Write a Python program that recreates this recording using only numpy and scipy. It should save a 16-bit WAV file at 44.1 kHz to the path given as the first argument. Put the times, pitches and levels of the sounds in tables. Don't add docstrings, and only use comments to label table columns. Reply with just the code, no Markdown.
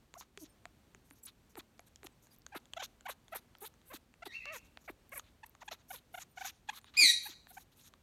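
import sys
import numpy as np
from scipy import signal
from scipy.fft import rfft, irfft
from scipy.io import wavfile
from scipy.ndimage import uniform_filter1d

SR = 44100
rng = np.random.default_rng(int(sys.argv[2]) if len(sys.argv) > 2 else 0)


def attenuation_scalar(level_db):
    decades = np.asarray(level_db, float) / 20
    return 10 ** decades


def log_audio(samples):
    frames = np.atleast_2d(samples).T
    limited = np.clip(frames, -1, 1)
    pcm = np.round(limited * 32767).astype(np.int16)
    wavfile.write(sys.argv[1], SR, pcm)


N = 353682


def at_hz(points, hz):
    table = np.array(points)
    return np.interp(np.log(hz), np.log(table[:, 0]), table[:, 1])


def rms_one(x):
    return x / np.sqrt(np.mean(x ** 2) + 1e-20)


def resonance(x, hz, width_hz):
    r = np.exp(-np.pi * width_hz / SR)
    feedback = [1, -2 * r * np.cos(2 * np.pi * hz / SR), r * r]
    return signal.lfilter(np.array([1, 0, -1]) * (1 - r * r) / 2, feedback, x)


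def wobble(width_hz, count=N):
    r = np.exp(-2 * np.pi * width_hz / SR)
    return rms_one(signal.lfilter([1], [1, -2 * r, r * r], rng.standard_normal(count)))


def hump(u, peak_at, swell):
    peak_at = np.clip(peak_at, .05, .95)
    return np.sin(np.pi / 2 * np.interp(u, [0, peak_at, 1], [0, 1, 0])) ** swell


def spread(rows):
    s, *columns = np.transpose(rows)
    at = np.arange(round(s[0] * SR), round(s[-1] * SR))
    return at, [np.interp(at / SR, s, c) for c in columns]


CLICK_LATE_S = .001
CLICK_T = np.arange(2000) / SR
CLICK_ONSET = 1 - np.exp(-CLICK_T / .00004)


def rings(rows, fall_s, gain_db=0):
    out = np.zeros(N + 2000)
    for s, db, hz in rows:
        tone = np.sin(2 * np.pi * hz * CLICK_T) * np.exp(-CLICK_T / fall_s)
        out[round((s + CLICK_LATE_S) * SR):][:2000] += attenuation_scalar(db + gain_db) * CLICK_ONSET * tone
    return out[:N]


# pitch in Hz, level in dB.
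FLOOR = [(22, -35.5), (36, 6.5), (252, -7.5), (740, -15.5), (1500, -19.5), (4080, -24), (14400, -32),
         (16000, -38.5)]
# pitch in Hz, level in dB.
HUM = [(120, -86.5), (236, -78.5)]


def floor():
    hz = np.maximum(np.fft.rfftfreq(N, 1 / SR), 1)
    rumble_cut = 1 / (1 + (36 / hz) ** 4)
    spectrum = rfft(rng.standard_normal(N)) * attenuation_scalar(at_hz(FLOOR, hz)) * rumble_cut
    hiss = rms_one(irfft(spectrum, N))
    hum = sum(attenuation_scalar(db) * rms_one(resonance(rng.standard_normal(N), hz, 32.0)) for hz, db in HUM)
    sway = attenuation_scalar(.8 * wobble(2))
    return attenuation_scalar(-68) * sway * hiss + hum


# start in seconds, peak level in dB, beak ring above it in dB,
# pitch of the mouth cavity in Hz.
CLICKS = [(0.139, -40, -8, 980), (0.209, -42.5, -28, 1040), (0.374, -35.5, -8, 398), (0.654, -34, -15, 710),
          (0.947, -44, -6.5, 376), (1.109, -44, -14, 282), (1.554, -41, -18, 460), (1.606, -44, -27, 1100),
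          (1.793, -40, -9.5, 700), (1.958, -61, 13, 5630), (2.031, -41, -12, 420),
          (2.068, -39.5, -12, 3230), (2.269, -53, -5, 1560), (2.464, -41.5, 1, 1560), (2.655, -55, -2, 970),
          (2.735, -38.5, -1, 3150), (3.008, -53, 0.5, 1510), (3.281, -49, -7, 1460),
          (3.551, -45, -32, 1300), (3.739, -59, -1, 1280), (3.815, -59.5, -8, 3700),
          (4.139, -51.5, -7.5, 2670), (4.455, -35, -26, 2560), (4.772, -37.5, -44, 2530),
          (5.195, -37, -4, 1250), (5.55, -47.5, -10, 1140), (6.814, -61, 3, 4500), (6.843, -48, -11, 1090),
          (7.469, -44, -26, 1830), (7.937, -45.5, -24.5, 1190)]


def clicks(ring_db, start_hz, open_s, spread_share):
    out, t = np.zeros(N + 2000), CLICK_T
    chance = rng.standard_normal((len(CLICKS), 3))
    for (s, db, beak_db, hz), (a, b, c) in zip(CLICKS, chance):
        extra_hz = start_hz * (1 + spread_share * a)
        turns = 600 * t + extra_hz * open_s * (1 - np.exp(-t / open_s))
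        pop = np.sin(2 * np.pi * turns) * np.exp(-t / 0.00096)
        cavity = np.sin(2 * np.pi * hz * t) * np.exp(-t * hz / 3.6) * np.sqrt(hz / 1000)
        beak = np.sin(2 * np.pi * 6700 * (1 + .03 * b) * t) * np.exp(-t / .00045)
        beak += .12 * np.sin(2 * np.pi * 11000 * t) * np.exp(-t / .0002)
        snap = CLICK_ONSET * (pop + attenuation_scalar(beak_db + 7) * beak)
        snap = snap - 0.41 * np.roll(snap, 14 + round(2.3 * c))
        click = snap + CLICK_ONSET * attenuation_scalar(ring_db) * cavity
        out[round((s + CLICK_LATE_S) * SR):][:2000] += attenuation_scalar(db) * click
    return out[:N]


# start in seconds, peak level in dB, pitch in Hz.
MOUTH_RINGS = [(0.1394, -45, 3000), (0.1394, -42, 900), (0.375, -40, 900), (0.21, -46, 1100),
               (0.376, -42.5, 3360), (0.6534, -46, 2250), (1.793, -40.5, 2370), (1.9597, -48.5, 3220),
               (2.2692, -59, 4140), (2.4648, -46, 4300), (2.6546, -52, 3360), (2.7343, -27.5, 3250),
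               (3.0074, -49, 3070), (3.2809, -47, 3400), (3.55, -47, 3200), (4.4553, -38, 2640),
               (4.7722, -34, 2470), (5.549, -58, 4470), (6.8428, -46, 3760)]


def mouth_rings():
    return rings(MOUTH_RINGS, fall_s=0.0011, gain_db=-2.5)


# start in seconds, rise in seconds,
# fall in seconds, level in dB, top band over throat band in dB.
OPEN_PUFFS = [(0.171, 0.034, 0.0064, -57.5, 17), (0.378, 0.05, 0.025, -61, 19),
              (0.435, 0.02, 0.019, -62.5, -21), (1.49, 0.014, 0.033, -74, 15),
              (2.057, 0.013, 0.0033, -53.5, -7), (2.22, 0.011, 0.061, -71.5, 19),
              (2.761, 0.015, 0.005, -58, -10), (2.786, 0.018, 0.022, -57, -11),
              (2.822, 0.014, 0.029, -46.5, -3.5), (4.519, 0.04, 0.036, -53.5, 0.5),
              (5.19, 0.0046, 0.014, -56.5, -6), (5.602, .025, 0.008, -59, -11),
              (6.192, .029, 0.017, -51.5, -8.5), (6.353, 0.08, 0.044, -57.5, -5),
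              (6.433, 0.037, 0.044, -45.5, -4.5), (7.286, 0.017, 0.046, -55.5, -10),
              (7.831, 0.046, 0.017, -64.5, -0.5), (0.14, .005, .03, -73, 15), (1.04, 0.037, .03, -75.5, 8),
              (1.15, 0.016, 0.046, -72.5, 12), (2.47, .01, 0.025, -80, 13), (5.64, 0.026, 0.022, -74, 10),
              (4.8, 0.021, .02, -73.5, 8), (4.84, .01, .03, -70, -4), (6.5, 0.023, 0.11, -76, -16),
              (6.985, 0.008, 0.096, -49, -32), (4.63, .03, .02, -72, -5)]
HALF_PUFFS = [(0.203, 0.011, 0.032, -64, -12), (1.25, 0.0082, 0.0073, -53.5, 24),
              (1.26, 0.02, 0.027, -58.5, -11), (1.585, 0.014, 0.0096, -53.5, -18),
              (1.859, 0.018, .011, -65.5, 5), (2.3, 0.045, .014, -67, 7.5),
              (3.095, 0.017, 0.025, -49.5, -7), (3.352, 0.017, 0.031, -54.5, -3),
              (3.928, 0.02, 0.03, -52, 2.5), (5.459, 0.0052, 0.0075, -62.5, 5),
              (5.707, 0.015, 0.036, -50, -12.5), (5.78, 0.03, .016, -71, -22),
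              (5.879, 0.058, 0.036, -54.5, 20), (5.925, 0.026, 0.05, -57.5, -4),
              (6.122, 0.047, 0.076, -61, 21), (6.713, 0.07, 0.012, -55.5, -4.5),
              (7.525, 0.02, 0.068, -60, 11), (7.589, 0.027, 0.024, -61.5, 8), (7.713, 0.013, 0.024, -72, 1),
              (7.749, 0.046, 0.065, -66.5, 5), (4.3, .04, .12, -65, -14), (4.41, .05, .08, -67, -16),
              (0.207, .004, .03, -60, -25)]
SHUT_PUFFS = [(1.226, 0.018, 0.0042, -58, 34), (1.562, 0.029, 0.0054, -54.5, 12),
              (2.035, 0.012, 0.018, -56, 7), (2.546, 0.023, 0.015, -48.5, -4.5),
              (3.046, 0.016, 0.0083, -66, 6.5), (3.082, 0.018, 0.013, -50.5, 9.5),
              (3.314, .014, 0.013, -61.5, 7.5), (3.343, 0.021, 0.011, -45.5, 10),
              (3.604, 0.019, 0.053, -50.5, 13.5), (3.641, 0.022, 0.02, -47, 9.5),
              (3.85, 0.028, .086, -64, 15), (4.253, 0.0072, 0.025, -53.5, 1),
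              (4.876, 0.026, 0.019, -61.5, 3), (5.115, 0.02, .04, -52, 28), (5.142, 0.042, .011, -48, 22),
              (5.23, 0.04, 0.034, -68, -24), (6.672, 0.036, 0.011, -53, -10),
              (6.849, 0.032, 0.035, -63, -23), (6.937, 0.0032, 0.047, -53.5, -20),
              (7.212, 0.06, 0.04, -53, 9), (7.47, 0.038, .023, -61.5, 9)]
# pitch in Hz, width in Hz, level in dB.
PUFF_MODES = [
    [(1200, 900, 1.5), (2420, 1200, -3.5), (3700, 1000, 5)],
    [(5500, 1800, 6), (6750, 1100, 9.5)],
    [(8190, 2000, -2), (11500, 2070, 5.5), (14300, 2000, -2)],
]


def puffs(flutter_db, patchy_db, swell):
    out = np.zeros(N)
    shared_flutter = .6 * wobble(150)
    postures = [(OPEN_PUFFS, -0.5), (HALF_PUFFS, -7), (SHUT_PUFFS, -18)]
    for band, modes in enumerate(PUFF_MODES):
        white, air = rng.standard_normal(N), 0
        for k, (hz, width_hz, db) in enumerate(modes):
            ringing = resonance(resonance(white, hz, width_hz), hz, width_hz * 2)
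            air = air + attenuation_scalar(db + patchy_db * wobble(20)) * ringing * (-1) ** k
        power = np.zeros(N)
        for rows, beak_db in postures:
            for s, rise, fall, db, tilt_db in rows:
                length = rise + fall
                shape = hump(np.linspace(0, 1, round(length * SR)), rise / length, swell)
                colour_db = [-max(tilt_db, 0), beak_db, min(tilt_db, 0)][band]
                power[round(s * SR):][:len(shape)] += (attenuation_scalar(db + colour_db) * shape) ** 2
        flutter = attenuation_scalar(flutter_db * (shared_flutter + wobble(270)))
        out += rms_one(air * flutter) * np.sqrt(power)
    return out


def bent_calls(rows, dip, rise):
    calls = []
    for s, length, hz, db, snap_db in rows:
        u = np.linspace(0, 1, round(length * SR))
        bend = dip * min(1, 0.031 / length)
        pitch = hz * (1 + bend * (u - .5) ** 2 + rise * (u - .5))
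        calls.append((s - length / 2, pitch, db, snap_db, hump(u, 0.53, 1), 0))
    return calls


# middle in seconds, length in seconds, pitch in Hz,
# level in dB, snap in dB per overtone step.
PIPS = [(0.157, 0.013, 1050, -54.5, -11), (0.172, 0.019, 672, -52, -11), (2.531, .024, 794, -52, 3),
        (2.775, 0.022, 665, -41, -3), (2.805, .024, 753, -44, 1.5), (3.629, 0.029, 395, -50, -2),
        (3.647, .022, 423, -50, 0), (4.23, 0.02, 673, -46, 3), (5.439, 0.018, 862, -48, 4),
        (5.685, .016, 826, -44, 4.5), (5.719, 0.011, 645, -43.5, -3), (5.912, 0.02, 732, -43.5, -0.5),
        (6.149, 0.019, 703, -42.5, 0.5), (6.183, 0.021, 705, -45, 1), (6.38, 0.019, 720, -44, 3),
        (6.418, 0.022, 740, -41, 2), (6.454, 0.021, 735, -42, 1), (6.695, 0.017, 830, -35, 3.5),
        (6.734, 0.02, 1050, -54, 0), (7.266, 0.025, 816, -46.5, 5), (7.514, 0.023, 714, -58.5, -4),
        (7.577, 0.02, 764, -46.5, 1)]


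def pips():
    return bent_calls(PIPS, dip=1.14, rise=.18)


# start in seconds, length in seconds, from Hz, to Hz, level in dB.
GULPS = [(0.41, 0.036, 338, 293, -50.5), (1.566, 0.026, 485, 299, -47), (2.042, 0.016, 437, 290, -50.5),
         (2.538, 0.03, 854, 283, -44.5), (2.813, 0.019, 889, 480, -44), (3.075, 0.029, 1173, 480, -42),
         (3.341, 0.023, 876, 400, -45), (3.922, 0.031, 619, 258, -50), (4.257, 0.02, 493, 330, -45.5),
         (5.722, 0.011, 575, 418, -51), (5.924, 0.032, 634, 460, -53.5), (6.995, 0.061, 396, 271, -49.5),
         (7.284, 0.021, 415, 286, -58)]


def gulps():
    calls = []
    for s, length, from_hz, to_hz, db in GULPS:
        u = np.linspace(0, 1, round(length * SR))
        pitch = to_hz + (from_hz - to_hz) * np.cos(np.pi / 2 * u) ** 2
        calls.append((s, pitch, db, 0.5, hump(u, 0.88, 0.77), 0))
    return calls


# middle in seconds, length in seconds, pitch in Hz, level in dB,
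# snap in dB per overtone step.
HOOKS = [(3.065, 0.023, 767, -42, 2), (3.334, 0.028, 670, -43, -0.5), (5.622, 0.014, 943, -49.5, 0.5),
         (5.631, 0.0086, 693, -50, -2), (3.915, 0.033, 536, -52.5, 0.5)]


def hooks():
    return bent_calls(HOOKS, dip=1.45, rise=0.514)


# mouth ring in dB, snap in dB per overtone step, then rows of time in seconds,
# pitch in Hz, level in dB.
WARBLES = [
    (6, 0, [(4.458, 560, -60), (4.47, 575, -54), (4.49, 590, -54), (4.518, 653, -49), (4.53, 645, -49), (4.55, 540, -52), (4.568, 459, -50), (4.574, 450, -62)]),
    (10, 0, [(4.877, 800, -60), (4.881, 760, -47), (4.89, 590, -47), (4.895, 500, -50), (4.9, 370, -46), (4.905, 310, -46), (4.909, 290, -62)]),
    (10, 1, [(5.119, 570, -62), (5.123, 540, -52), (5.13, 525, -50), (5.136, 660, -50), (5.142, 740, -51), (5.147, 750, -64)]),
    (10, 1, [(5.154, 700, -62), (5.158, 620, -53), (5.165, 540, -52), (5.174, 590, -52), (5.182, 480, -54), (5.19, 430, -64)]),
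]


def warbles():
    calls = []
    for mouth_db, snap_db, rows in WARBLES:
        at, (hz, db) = spread(rows)
        pitch = uniform_filter1d(hz, size=80)
        calls.append((at[0] / SR, pitch, db.max(), snap_db, attenuation_scalar(db - db.max()), mouth_db))
    return calls


# pitch in Hz, level in dB.
THROAT = [(250, -8), (800, 3.5), (1600, -2.5), (2500, -6.5), (3500, -14.5), (5100, -28), (6800, -24.5),
          (8400, -37.5)]
# time in seconds, lift in dB.
FACING = [(0, 0), (2.54, -8), (2.77, 15), (2.84, 11), (3.06, 0), (3.6, -3), (4.3, -6), (4.5, -4), (5.2, -3),
          (5.44, -4.5), (5.63, -3), (5.69, 9.5), (5.9, 4), (6.2, 5.5), (6.45, -8), (6.7, 6.5), (7.3, -6),
          (7.6, -6.5)]
# pitch in Hz, width in Hz.
BEAK_RINGS = [(3500, 650), (6800, 970)]


def squeaks(brighten, jitter, lag):
    out, unsteady = np.zeros(N), wobble(250)
    k = np.arange(1, 13)[:, None]
    mouth_hz, mouth_width_hz = 2200, 500
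    for s, hz, db, snap_db, shape, mouth_db in pips() + hooks() + gulps() + warbles():
        at = round(s * SR) + np.arange(len(hz))
        hz = hz * (1 + jitter * unsteady[at])
        phase = 2 * np.pi * np.cumsum(hz) / SR
        loudness_db = 20 * np.log10(shape + 0.0011)
        step_db = snap_db + brighten * loudness_db - 42.3 * np.clip(np.log2(450 / hz), 0, 2)
        beak = sum(np.exp(-((k * hz - ring_hz) / width_hz) ** 2) for ring_hz, width_hz in BEAK_RINGS)
        facing_db = np.interp(s, *np.transpose(FACING))
        gains = attenuation_scalar(at_hz(THROAT, k * hz) + step_db * np.sqrt(k - 1) + facing_db * beak)
        if mouth_db:
            mouth = np.exp(-((k * hz - mouth_hz) / mouth_width_hz) ** 2)
            top_loss_db = -4 * np.maximum(k * hz - mouth_hz, 0) / 1000
            gains *= attenuation_scalar(mouth_db * mouth + top_loss_db)
            phase = phase + .12 * unsteady[N - at]
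        gains /= np.sqrt((gains[:3] ** 2).sum(axis=0) / 2)
        stack = (gains * np.cos(k * phase - lag * np.sqrt(k))).sum(axis=0)
        out[at] += attenuation_scalar(db) * shape * stack
    return out


# start in seconds, peak level in dB, pitch in Hz.
TICKS = [(1.1025, -50, 11500), (1.1025, -51, 6800), (1.107, -43.5, 9000), (1.779, -55, 5000),
         (1.972, -59, 6200), (2.362, -53, 6000), (2.394, -56, 14000), (1.958, -41, 5700), (2.6, -57, 6000),
         (0.209, -37, 1600), (2.7265, -54, 6500), (2.7265, -60, 3500), (3.245, -59, 11000),
         (3.288, -55, 10000), (3.57, -53, 5500), (3.584, -52, 5000), (6.843, -57, 14000),
         (2.362, -53, 11600), (2.385, -44, 14700), (2.4187, -48.5, 5070), (3.584, -46, 13300),
         (4.841, -56, 5860), (4.841, -56, 10500), (5.0923, -42, 14300), (4.4553, -37, 5200),
         (4.322, -54, 6000), (4.669, -56, 3500), (5.095, -52, 8500), (5.1945, -42, 2100),
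         (5.4944, -42, 13400)]


def ticks():
    return rings(TICKS, fall_s=0.00038)


# start in seconds, length in seconds, from Hz, to Hz,
# level in dB.
WHISTLES = [(0.436, 0.12, 5350, 5230, -76), (0.476, 0.064, 8780, 8740, -75), (.49, .012, 13800, 13300, -66),
            (1.113, .006, 15300, 14500, -64), (1.114, .006, 11800, 11300, -66),
            (1.12, .01, 9200, 9000, -66), (1.235, .006, 14000, 14400, -60),
            (1.248, .011, 13000, 12100, -56), (1.799, 0.0097, 11400, 11200, -64),
            (2.108, .04, 8050, 8000, -80), (2.302, 0.035, 4900, 4750, -70),
            (6.286, 0.055, 14000, 13950, -72), (1.128, 0.013, 12000, 11000, -63),
            (1.183, 0.013, 11500, 12800, -66), (1.23, 0.014, 13000, 15300, -60),
            (1.233, 0.013, 9800, 9500, -55), (1.231, 0.011, 7470, 7960, -54),
            (1.254, 0.015, 12000, 9200, -40.5), (1.264, 0.0082, 9000, 6060, -48.5),
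            (6.283, 0.063, 9100, 9050, -77), (6.495, 0.12, 9200, 9250, -79), (6.8, 0.082, 9250, 9250, -77)]


def whistles():
    out = np.zeros(N)
    for s, length, start_hz, end_hz, db in WHISTLES:
        hz = np.linspace(start_hz, end_hz, round(length * SR))
        level = attenuation_scalar(db + 3.8 * wobble(60, len(hz))) * np.hanning(len(hz)) ** 0.76
        out[round(s * SR):][:len(hz)] += level * np.sin(2 * np.pi * np.cumsum(hz) / SR)
    return out


# overtones in dB, direct sound in dB, pitch jitter as a share, then rows of
# time in seconds, pitch in Hz, level in dB. The first call uses both sides of the voice organ.
SQUAWKS = [
    (-13, -5, .018, [(4.272, 1995, -53), (4.29, 1940, -55), (4.312, 1823, -46.5), (4.33, 2256, -50.5), (4.355, 2150, -64)]),
    (-23, -5, .03, [(4.4, 2150, -61), (4.43, 2030, -51), (4.47, 2197, -56), (4.51, 2150, -58)]),
    (-26, 1, .024, [(4.325, 2210, -62), (4.348, 2700, -48), (4.37, 2725, -50), (4.39, 2680, -59), (4.42, 2500, -58), (4.455, 2660, -54), (4.49, 2707, -56), (4.535, 2560, -61), (4.57, 2360, -70)]),
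    (0.5, -1.5, 0.016, [(6.965, 1900, -46), (6.971, 2340, -32), (6.978, 2480, -26), (6.995, 2450, -27.5), (7.03, 2200, -27), (7.052, 2020, -30), (7.074, 1925, -33.5), (7.1, 1931, -31), (7.135, 1864, -57.5)]),
]
# pitch in Hz, level in dB.
GAPE = [(1900, 2), (2500, 2), (4000, 9), (4900, 6), (6000, -2), (9000, -4), (12000, -11), (14500, -31)]


def squawks(rough, breath_db, press_db):
    out, direct = np.zeros((2, N))
    rasp_hz = 3400
    for overtone_db, direct_db, jitter, rows in SQUAWKS:
        at, (hz, db) = spread(rows)
        count, t = len(at), (at - at[0]) / SR
        strain = np.interp(at, at[[0, count // 2, -1]], [.25, 1.3, 1.2])
        unsteady, beat = strain * wobble(220, count), strain * wobble(90, count)
        slack_db = press_db * np.exp(-t / .022)
        blur = .14 * strain * wobble(350, count)
        pitch = uniform_filter1d(hz, size=150) * (1 + jitter * unsteady)
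        phase = 2 * np.pi * np.cumsum(pitch) / SR
        tone = 0
        for k in range(1, 8):
            gain = attenuation_scalar(at_hz(GAPE, k * hz) + (overtone_db - slack_db) * np.sqrt(k - 1))
            tone = tone + gain * np.sin(k * phase + (k - 1) * blur) * (k * hz < 16000)
        rasp = resonance(resonance(rng.standard_normal(count), rasp_hz, 450), rasp_hz, 700)
        tone = tone + attenuation_scalar(overtone_db - 19) * strain ** 2 * rms_one(rasp)
        level = np.minimum(t / .004, 1) * attenuation_scalar(db + rough * jitter * beat)
        call = level * tone * (1 + attenuation_scalar(breath_db) * wobble(910, count))
        out[at] += call
        direct[at] += attenuation_scalar(direct_db) * call
    high_pass = signal.butter(8, 1840, "high", fs=SR, output="sos")
    return signal.sosfilt(high_pass, [out, direct])


# pitch in Hz, time to fall by 60 dB in seconds.
ROOM_T60 = [(2200, 0.49), (4000, 0.5), (8000, 0.45), (14000, 0.24)]


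def bedroom(x):
    t, tail = np.arange(30000) / SR, 0
    edges = [300, 2000, 3200, 5000, 7500, 11000, 17000]
    white = rng.standard_normal(30000)
    for low, high in zip(edges, edges[1:]):
        band_pass = signal.butter(2, [low, high], "band", fs=SR, output="sos")
        fall = attenuation_scalar(-60 * t / at_hz(ROOM_T60, np.sqrt(low * high)))
        tail = tail + signal.sosfilt(band_pass, white) * fall
    tail = tail * (1 + 2.67 * np.exp(-t / 0.03)) * np.clip((t - .004) / 0.0031, 0, 1)
    return signal.fftconvolve(x, tail / np.sqrt(np.sum(tail ** 2)))[:N]


def scene():
    near = clicks(ring_db=-8.5, start_hz=4520, open_s=0.000403, spread_share=.12)
    near = near + mouth_rings() + ticks()
    near = near + puffs(flutter_db=1.8, patchy_db=3.0, swell=1.0)
    near = near + squeaks(brighten=0.11, jitter=0.0083, lag=1.54) + whistles()
    loud, direct = squawks(rough=85, breath_db=-24, press_db=7.0)
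    return (near + direct + bedroom(loud + attenuation_scalar(-25.5) * near) + floor())[None]


def band_limit(x):
    return signal.sosfilt(signal.butter(12, 16480, fs=SR, output="sos"), x)


def record(dry):
    dips = dry - .35 * resonance(dry, 5100, 400) - .55 * resonance(dry, 10300, 800)
    return band_limit(dips)


dry = scene()
out = record(dry)
log_audio(out)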